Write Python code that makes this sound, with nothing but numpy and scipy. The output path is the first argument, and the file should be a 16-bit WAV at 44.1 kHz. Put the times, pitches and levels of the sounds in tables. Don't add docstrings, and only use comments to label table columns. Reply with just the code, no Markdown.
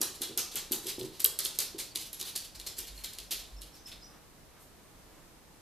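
import sys
import numpy as np
from scipy import signal
from scipy.fft import rfft, irfft
from scipy.io import wavfile

SR = 44100
rng = np.random.default_rng(int(sys.argv[2]) if len(sys.argv) > 2 else 0)


def log_audio(samples):
    frames = np.atleast_2d(samples).T
    limited = np.clip(frames, -1, 1)
    pcm = np.round(limited * 32767).astype(np.int16)
    wavfile.write(sys.argv[1], SR, pcm)


N = 247801

# f/Hz, relative level/dB
AIR_TONE = [(12, -37), (20, -1.5), (71, -7), (170, -9), (270, -12), (302, -8.5), (365, -13), (632, -15),
            (928, -16.5), (1190, -19), (3270, -25.5), (3650, -24.5), (14000, -28)]
# f/Hz, side minus mid/dB
AIR_SPREAD = [(30, -6), (90, -7), (700, -4.5), (1500, -3), (2500, -3.5), (5000, 0), (14000, 0)]
# f/Hz, relative level/dB
REVERB_TONE = [(100, -6), (350, -2), (1000, -4), (2000, -1.5), (4000, -1), (6500, -1), (10000, -0.5),
               (14000, 0.5)]
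# f/Hz, t60/s
REVERB_DECAY = [(300, 0.43), (800, 0.56), (2100, 0.44), (5500, 0.42), (13000, 0.27)]
# f/Hz, side minus mid/dB
REVERB_SPREAD = [(70, 4), (180, -11), (350, -27), (700, -22), (1300, -18), (2400, -50), (4400, -9),
                 (8000, -3.5), (14000, 0.5)]
# t/s, peak level/dB
WEIGHT_SHIFTS = [(2.56, -51), (2.77, -52), (2.89, -45), (3.18, -52.5), (3.34, -51.5), (3.518, -42),
                 (3.94, -54)]
# t/s, length/s, f/Hz, energy/dB
TAIL_SWEEPS = [(4.056, 0.17, 960, -26.5), (4.546, 0.094, 1200, -31), (5.097, 0.13, 794, -32)]
# t/s, length/s, f/Hz, energy/dB
THIN_SQUEAKS = [(1.904, 0.029, 4520, -29), (2.974, 0.011, 4250, -24.5), (3.439, .02, 3590, -30),
                (3.561, 0.057, 5310, -28), (3.722, 0.04, 5400, -32), (3.783, 0.044, 6100, -34),
                (3.847, 0.039, 5240, -21.5), (4.01, 0.043, 5050, -25.5), (4.026, 0.044, 5735, -27)]
# t/s, energy/dB
HARNESS_HITS = [(2.133, -18.5), (3.619, -27)]
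# f/Hz, relative level/dB, t60/s
HARNESS_MODES = [(3300, -7.5, 0.14), (3880, -3, 0.076), (7400, -19.5, 0.071), (9700, -13, .2),
                 (10150, -31, .25), (10800, -6, 0.27), (11360, -2.5, 0.16), (13400, -32, .2)]
# f/Hz, relative level/dB, t60/s
BOARD_MODES = [(124.3, -23, 0.28), (269, -8.5, 0.038), (327, 4, 0.041), (368.6, -1.5, 0.049),
               (450, -5, 0.018), (860, -9.5, .02)]
# pad energy/dB, pitch ratio
PITCH_BY_WEIGHT = [(-21, 1.134), (-13, 0.955)]
# t/s, length/s, energy/dB, brightness/dB
CLAW_DRAGS = [(.513, 0.018, -18, -2), (0.558, 0.036, -12, -9), (.88, 0.031, -7, 0.5),
              (1.045, 0.022, -20.5, -1.5), (1.12, 0.078, -22, -3), (1.43, 0.047, -10.5, 2),
              (1.595, 0.042, -6.5, 1.5), (1.782, 0.036, -7, -0.5), (1.995, 0.041, -14, -1),
              (2.194, .02, -13, 1), (2.249, 0.059, -11, -1.5), (2.547, 0.021, -20, -3),
              (2.781, 0.0089, -15, 6), (2.875, 0.02, -21, -3), (2.942, 0.089, -20.5, -1),
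              (3.308, 0.03, -3.5, -0.5), (3.402, 0.17, -30, -3), (3.74, 0.044, -26.5, -1.5),
              (3.864, 0.04, -21, -2), (3.916, .016, -20, -6.5), (4.591, 0.063, -29.5, 6)]
# t/s, energy/dB, pitch ratio
SIDE_HITS = [(.0162, -5.5, 1.65), (.7245, -12, 1.1), (.731, -13.5, 0.87), (1.0115, -18.5, 1),
             (1.2495, -4, 0.94), (1.458, -8, 1.026), (1.9578, -9.5, 1.15), (3.186, -27, 0.92)]
# f/Hz, relative level/dB, t60/s
SIDE_MODES = [(3154, -0.5, 0.014), (3440, 2.5, 0.013), (4090, -1, 0.018), (4820, -2, 0.0083)]
# f/Hz, relative level/dB
CLAW_SPECTRUM = [(100, -27.5), (400, -8), (900, -12), (1600, -11), (2400, -6.5), (3100, -4.5), (4300, -1.5),
                 (5600, -1.5), (8000, -1), (11000, 0), (13500, -0.5), (16000, -23.5)]
# t/s, knock over strike/dB
HOLLOWNESS = [(0, -18), (.9, -18.5), (1.2, -29.5), (4, -29)]
# t/s, reverb send over direct tick/dB
BODY_SCREEN = [(0, 4), (.55, 6.5), (.8, 1.5), (1.24, -6.5), (1.39, 2), (1.6, 0), (3.6, 0)]
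# t/s, claw energy/dB, brightness/dB, skid energy/dB, pad energy/dB
PAW_FALLS = [(0.0147, -3.5, 12.5, -15, -13.5), (0.2182, -8, 10.5, -16, -16.5), (.311, -39, -1, -36, -17),
             (0.3754, -3.5, 15, -29, -18.5), (0.5561, -9, 15.5, -27, -20.5), (0.7201, -3, 19, -14, -11),
             (0.8694, -13, 6, -13.5, -16), (.997, -24, -2, -17, -11.5), (1.032, -26, 0, -24, -9.5),
             (1.2031, -8.5, 16, -11, -33), (1.2442, 8, 26.5, -24, -20), (1.3894, -4, 10.5, -39, -46),
             (1.4506, -7, 9.5, -13, -25.5), (1.5882, -1, 8.5, -38, -21.5), (1.761, -33, -12, -43, -16.5),
             (1.958, -8.5, 7.5, -13, -26.5), (2.1304, -15, 13, -32, -35.5), (2.2125, -11.5, 6, -18, -30),
             (2.361, -9.5, 14, -8, -36), (2.5989, -18.5, 2.5, -23.5, -36.5), (2.671, -17, 8, -11, -32),
             (2.789, -12.5, 11, -14.5, -30), (3.0446, -12.5, 3, -13, -36), (3.135, -22.5, 5, -25, -38.5),
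             (3.186, -15.5, 3, -25, -38.5), (3.3094, -15.5, 9, -30, -35.5), (3.6182, -20.5, 4, -27, -39.5)]


def undb(db):
    return 10 ** (np.asarray(db) / 20)


def curve(points, x):
    return np.interp(x, *np.transpose(points))


def spectrum_at(points, hz):
    f, value = np.transpose(points)
    return np.interp(np.log(np.maximum(hz, 1)), np.log(f), value)


def wander(x, span, count):
    return np.interp(x, np.linspace(0, span, count), rng.standard_normal(count))


def unit(x):
    return x / np.sqrt(np.sum(x ** 2))


def seconds(length):
    return np.arange(int(length * SR)) / SR


def decay(t, t60):
    return np.exp(-np.log(1000) * t / t60)


def add(track, s, sound):
    i = max(int(s * SR), 0)
    track[i:i + len(sound)] += sound[:N - i]


def blows(events, modes, push_s):
    out, t = np.zeros(N), seconds(0.3)
    for s, db, pitch in events:
        scaled_t = pitch * t
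        ring = sum(undb(level + rng.normal(0, 2.7)) * np.sin(2 * np.pi * hz * scaled_t)
                   * decay(scaled_t, t60) for hz, level, t60 in modes)
        attack = 1 - np.exp(-t / push_s)
        add(out, s, undb(db) * unit(ring * attack))
    return out


def diffuse(tone, spread, size):
    hz = np.fft.rfftfreq(size, 1 / SR)
    mid, side = rfft(rng.standard_normal((2, size)))
    width = undb(spectrum_at(spread, hz))
    stereo = (mid + np.array([[1], [-1]]) * width * side) / np.sqrt(1 + width ** 2)
    return hz, undb(spectrum_at(tone, hz)) * stereo


def noise_bed(level_db=-55.5):
    _, spectra = diffuse(AIR_TONE, AIR_SPREAD, size=2 ** 18)
    noise = irfft(spectra)[:, :N]
    waver_db = 0.5 * wander(np.arange(N), N, count=30)
    return noise / noise.std() * undb(level_db + waver_db)


def room_response(build_s=0.00054):
    t = np.arange(24576) / SR
    hz, spectra = diffuse(REVERB_TONE, REVERB_SPREAD, size=len(t))
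    out = 0
    for centre, t60 in REVERB_DECAY:
        band = spectrum_at([(f, f == centre) for f, _ in REVERB_DECAY], hz)
        out = out + irfft(spectra * band) * decay(t, t60)
    return np.sqrt(2) * unit(out * (1 - np.exp(-t / build_s)))


def reverb(send, crossfades=14):
    out, hop = np.zeros((2, N)), N // crossfades
    for start in range(-hop, N - hop // 2, hop):
        i = np.arange(max(start, 0), min(start + 2 * hop, N))
        faded = send[i] * np.sin(np.pi * (i - start) / (2 * hop))
        for channel, response in zip(out, room_response()):
            add(channel, i[0] / SR, signal.fftconvolve(faded, response))
    return out


def floor_boom(hz=46, rise_s=0.039):
    out, t = np.zeros(N), seconds(0.4)
    swell = t / rise_s * np.exp(1 - t / rise_s)
    for s, db in WEIGHT_SHIFTS:
        detune = 1 + 0.032 * rng.standard_normal()
        add(out, s, undb(db) * swell * np.sin(2 * np.pi * hz * detune * t))
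    return out


def tail_swishes():
    out = np.zeros(N)
    for s, length, hz, db in TAIL_SWEEPS:
        t = seconds(length)
        fur = signal.lfilter(*signal.iirpeak(hz, Q=1.5, fs=SR), rng.standard_normal(len(t)))
        add(out, s, undb(db) * unit(fur * np.sin(np.pi * t / length)))
    return out


def squeaks():
    out = np.zeros(N)
    for s, length, hz, db in THIN_SQUEAKS:
        t = seconds(length)
        arch = np.sin(np.pi * t / length)
        waver = wander(t, length, count=12)
        pitch_hz = hz * (1 + 0.012 * (arch - 1) + 0.0074 * waver)
        whistle = np.sin(2 * np.pi * np.cumsum(pitch_hz) / SR)
        add(out, s, undb(db) * unit(arch * undb(3.9 * waver) * whistle))
    return out


def harness_clinks():
    return blows([(s, db, 1) for s, db in HARNESS_HITS], HARNESS_MODES, push_s=0.0003)


def pad_thumps(lead_s=0.015, stamp_db=23, heel_s=0.022, heel_db=-7, heel_ratio=1.12):
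    hits = []
    for s, claw_db, _, _, db in PAW_FALLS:
        touch = s - lead_s * np.clip(1 - (claw_db - db) / stamp_db, 0, 1)
        toe_pitch, heel_pitch = curve(PITCH_BY_WEIGHT, db) * np.exp(0.036 * rng.standard_normal(2))
        hits += [(touch, db, toe_pitch), (touch + heel_s, db + heel_db, heel_pitch * heel_ratio)]
    return blows(hits, BOARD_MODES, push_s=0.0028)


def chatter(envelope, spread_db):
    n = len(envelope)
    slips = rng.standard_normal(n) * envelope
    slips *= undb(spread_db * np.minimum(rng.exponential(size=n), 5))
    spectrum = rfft(slips, 2 * n)
    magnitude = np.abs(spectrum)
    whitened = spectrum / np.sqrt(magnitude * magnitude.clip(0.5 * magnitude.mean()))
    return unit(irfft(whitened)[:n])


def claw_contact(force, bright_db, clack_hz=3850, clack_width_hz=1500, size=512):
    hz = np.fft.rfftfreq(size, 1 / SR)
    octaves = np.log2(np.clip(hz, 2500, 12000) / 6000)
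    db = spectrum_at(CLAW_SPECTRUM, hz) + 0.84 * bright_db * octaves
    peak_hz = clack_hz * np.exp(0.12 * rng.standard_normal())
    peak_db = 8.5 * np.clip(0.6 - bright_db / 10, 0, 1)
    db += peak_db / (1 + ((hz - peak_hz) / (clack_width_hz / 2)) ** 2)
    db += 1.7 * wander(hz, SR / 2, count=22)
    cepstrum = irfft(np.log(undb(db)))
    cepstrum[1:size // 2] *= 2
    cepstrum[size // 2 + 1:] = 0
    response = irfft(np.exp(rfft(cepstrum)))
    return unit(signal.fftconvolve(force, response))


def claw_scrapes(walk_from_s=1.9, shuffle_until_s=3.4, shuffle_count=12):
    skids = [(s - 0.008, 0.018, db, 0) for s, _, _, db, _ in PAW_FALLS]
    scuffs = [(s + 0.036, 0.034, db - 11.5, 0) for s, db, *_ in PAW_FALLS if s > walk_from_s]
    shuffles = [(shuffle_until_s * (k + rng.random()) / shuffle_count, 0.026, rng.normal(-20, 0.5), 0)
                for k in range(shuffle_count)]
    out = np.zeros(N)
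    for s, length, db, bright_db in skids + scuffs + shuffles + list(CLAW_DRAGS):
        swell = np.sqrt(np.sin(np.pi * (seconds(length) / length) ** 0.91))
        force = chatter(swell, spread_db=3.5)
        add(out, s, undb(db) * claw_contact(force, bright_db))
    return out


def claw_clacks():
    return blows(SIDE_HITS, SIDE_MODES, push_s=0.0003)


def board_knock(force):
    return unit(signal.sosfilt(signal.butter(2, [700, 2300], "band", fs=SR, output="sos"), force))


def claw_strikes(next_s=0.004, next_db=-12.5):
    strikes = []
    for s, db, bright_db, _, _ in PAW_FALLS:
        lag = next_s * np.exp(0.2 * rng.standard_normal())
        strikes += [(s, db, bright_db), (s + lag, db + next_db, 0.1 * bright_db)]
    return strikes


def claw_ticks(ceiling_s=0.015, ceiling_db=-6.5):
    ticks, send = np.zeros((2, N))
    t = seconds(0.014)
    snap = np.exp(-t / 0.00011) * (1 - np.exp(-t / 0.0001))
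    low_cut = signal.butter(2, 2800, "high", fs=SR)
    for s, db, bright_db in claw_strikes():
        chatter_db = np.clip(-12.5 - 0.45 * bright_db - 0.74 * db, -18, -1)
        force = chatter(snap + undb(chatter_db) * np.exp(-t / 0.0018), spread_db=1)
        tick = undb(db) * claw_contact(signal.lfilter(*low_cut, force), bright_db - 5)
        add(ticks, s, tick)
        add(ticks, s + ceiling_s, undb(ceiling_db) * tick)
        dull_tick = claw_contact(force, 0.4 * bright_db - 4.5)
        add(send, s, undb(db + curve(BODY_SCREEN, s)) * dull_tick)
        add(send, s, undb(db + curve(HOLLOWNESS, s)) * board_knock(force))
    return ticks, send


def place_right(x, shift_samples=0.24):
    return x + np.array([[-1], [1]]) * shift_samples * np.gradient(x)


def scene():
    ticks, tick_send = claw_ticks()
    scrapes, whistles = claw_scrapes(), squeaks()
    pads, clacks, clinks = pad_thumps(), claw_clacks(), harness_clinks()
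    direct = ticks + scrapes + pads + clacks + clinks + whistles + tail_swishes() + floor_boom()
    send = (tick_send + undb(0.5) * (scrapes + pads) + undb(-5.5) * clacks
            + undb(-4) * clinks + undb(-0.5) * whistles)
    return place_right(direct) + reverb(send) + noise_bed()


def record(dry):
    sensitivity = undb([[-0.4], [0.4]])
    high_cut = signal.ellip(8, 0.2, 60, 14150, fs=SR, output="sos")
    return signal.sosfilt(high_cut, sensitivity * dry)


dry = scene()
out = record(dry)
log_audio(out)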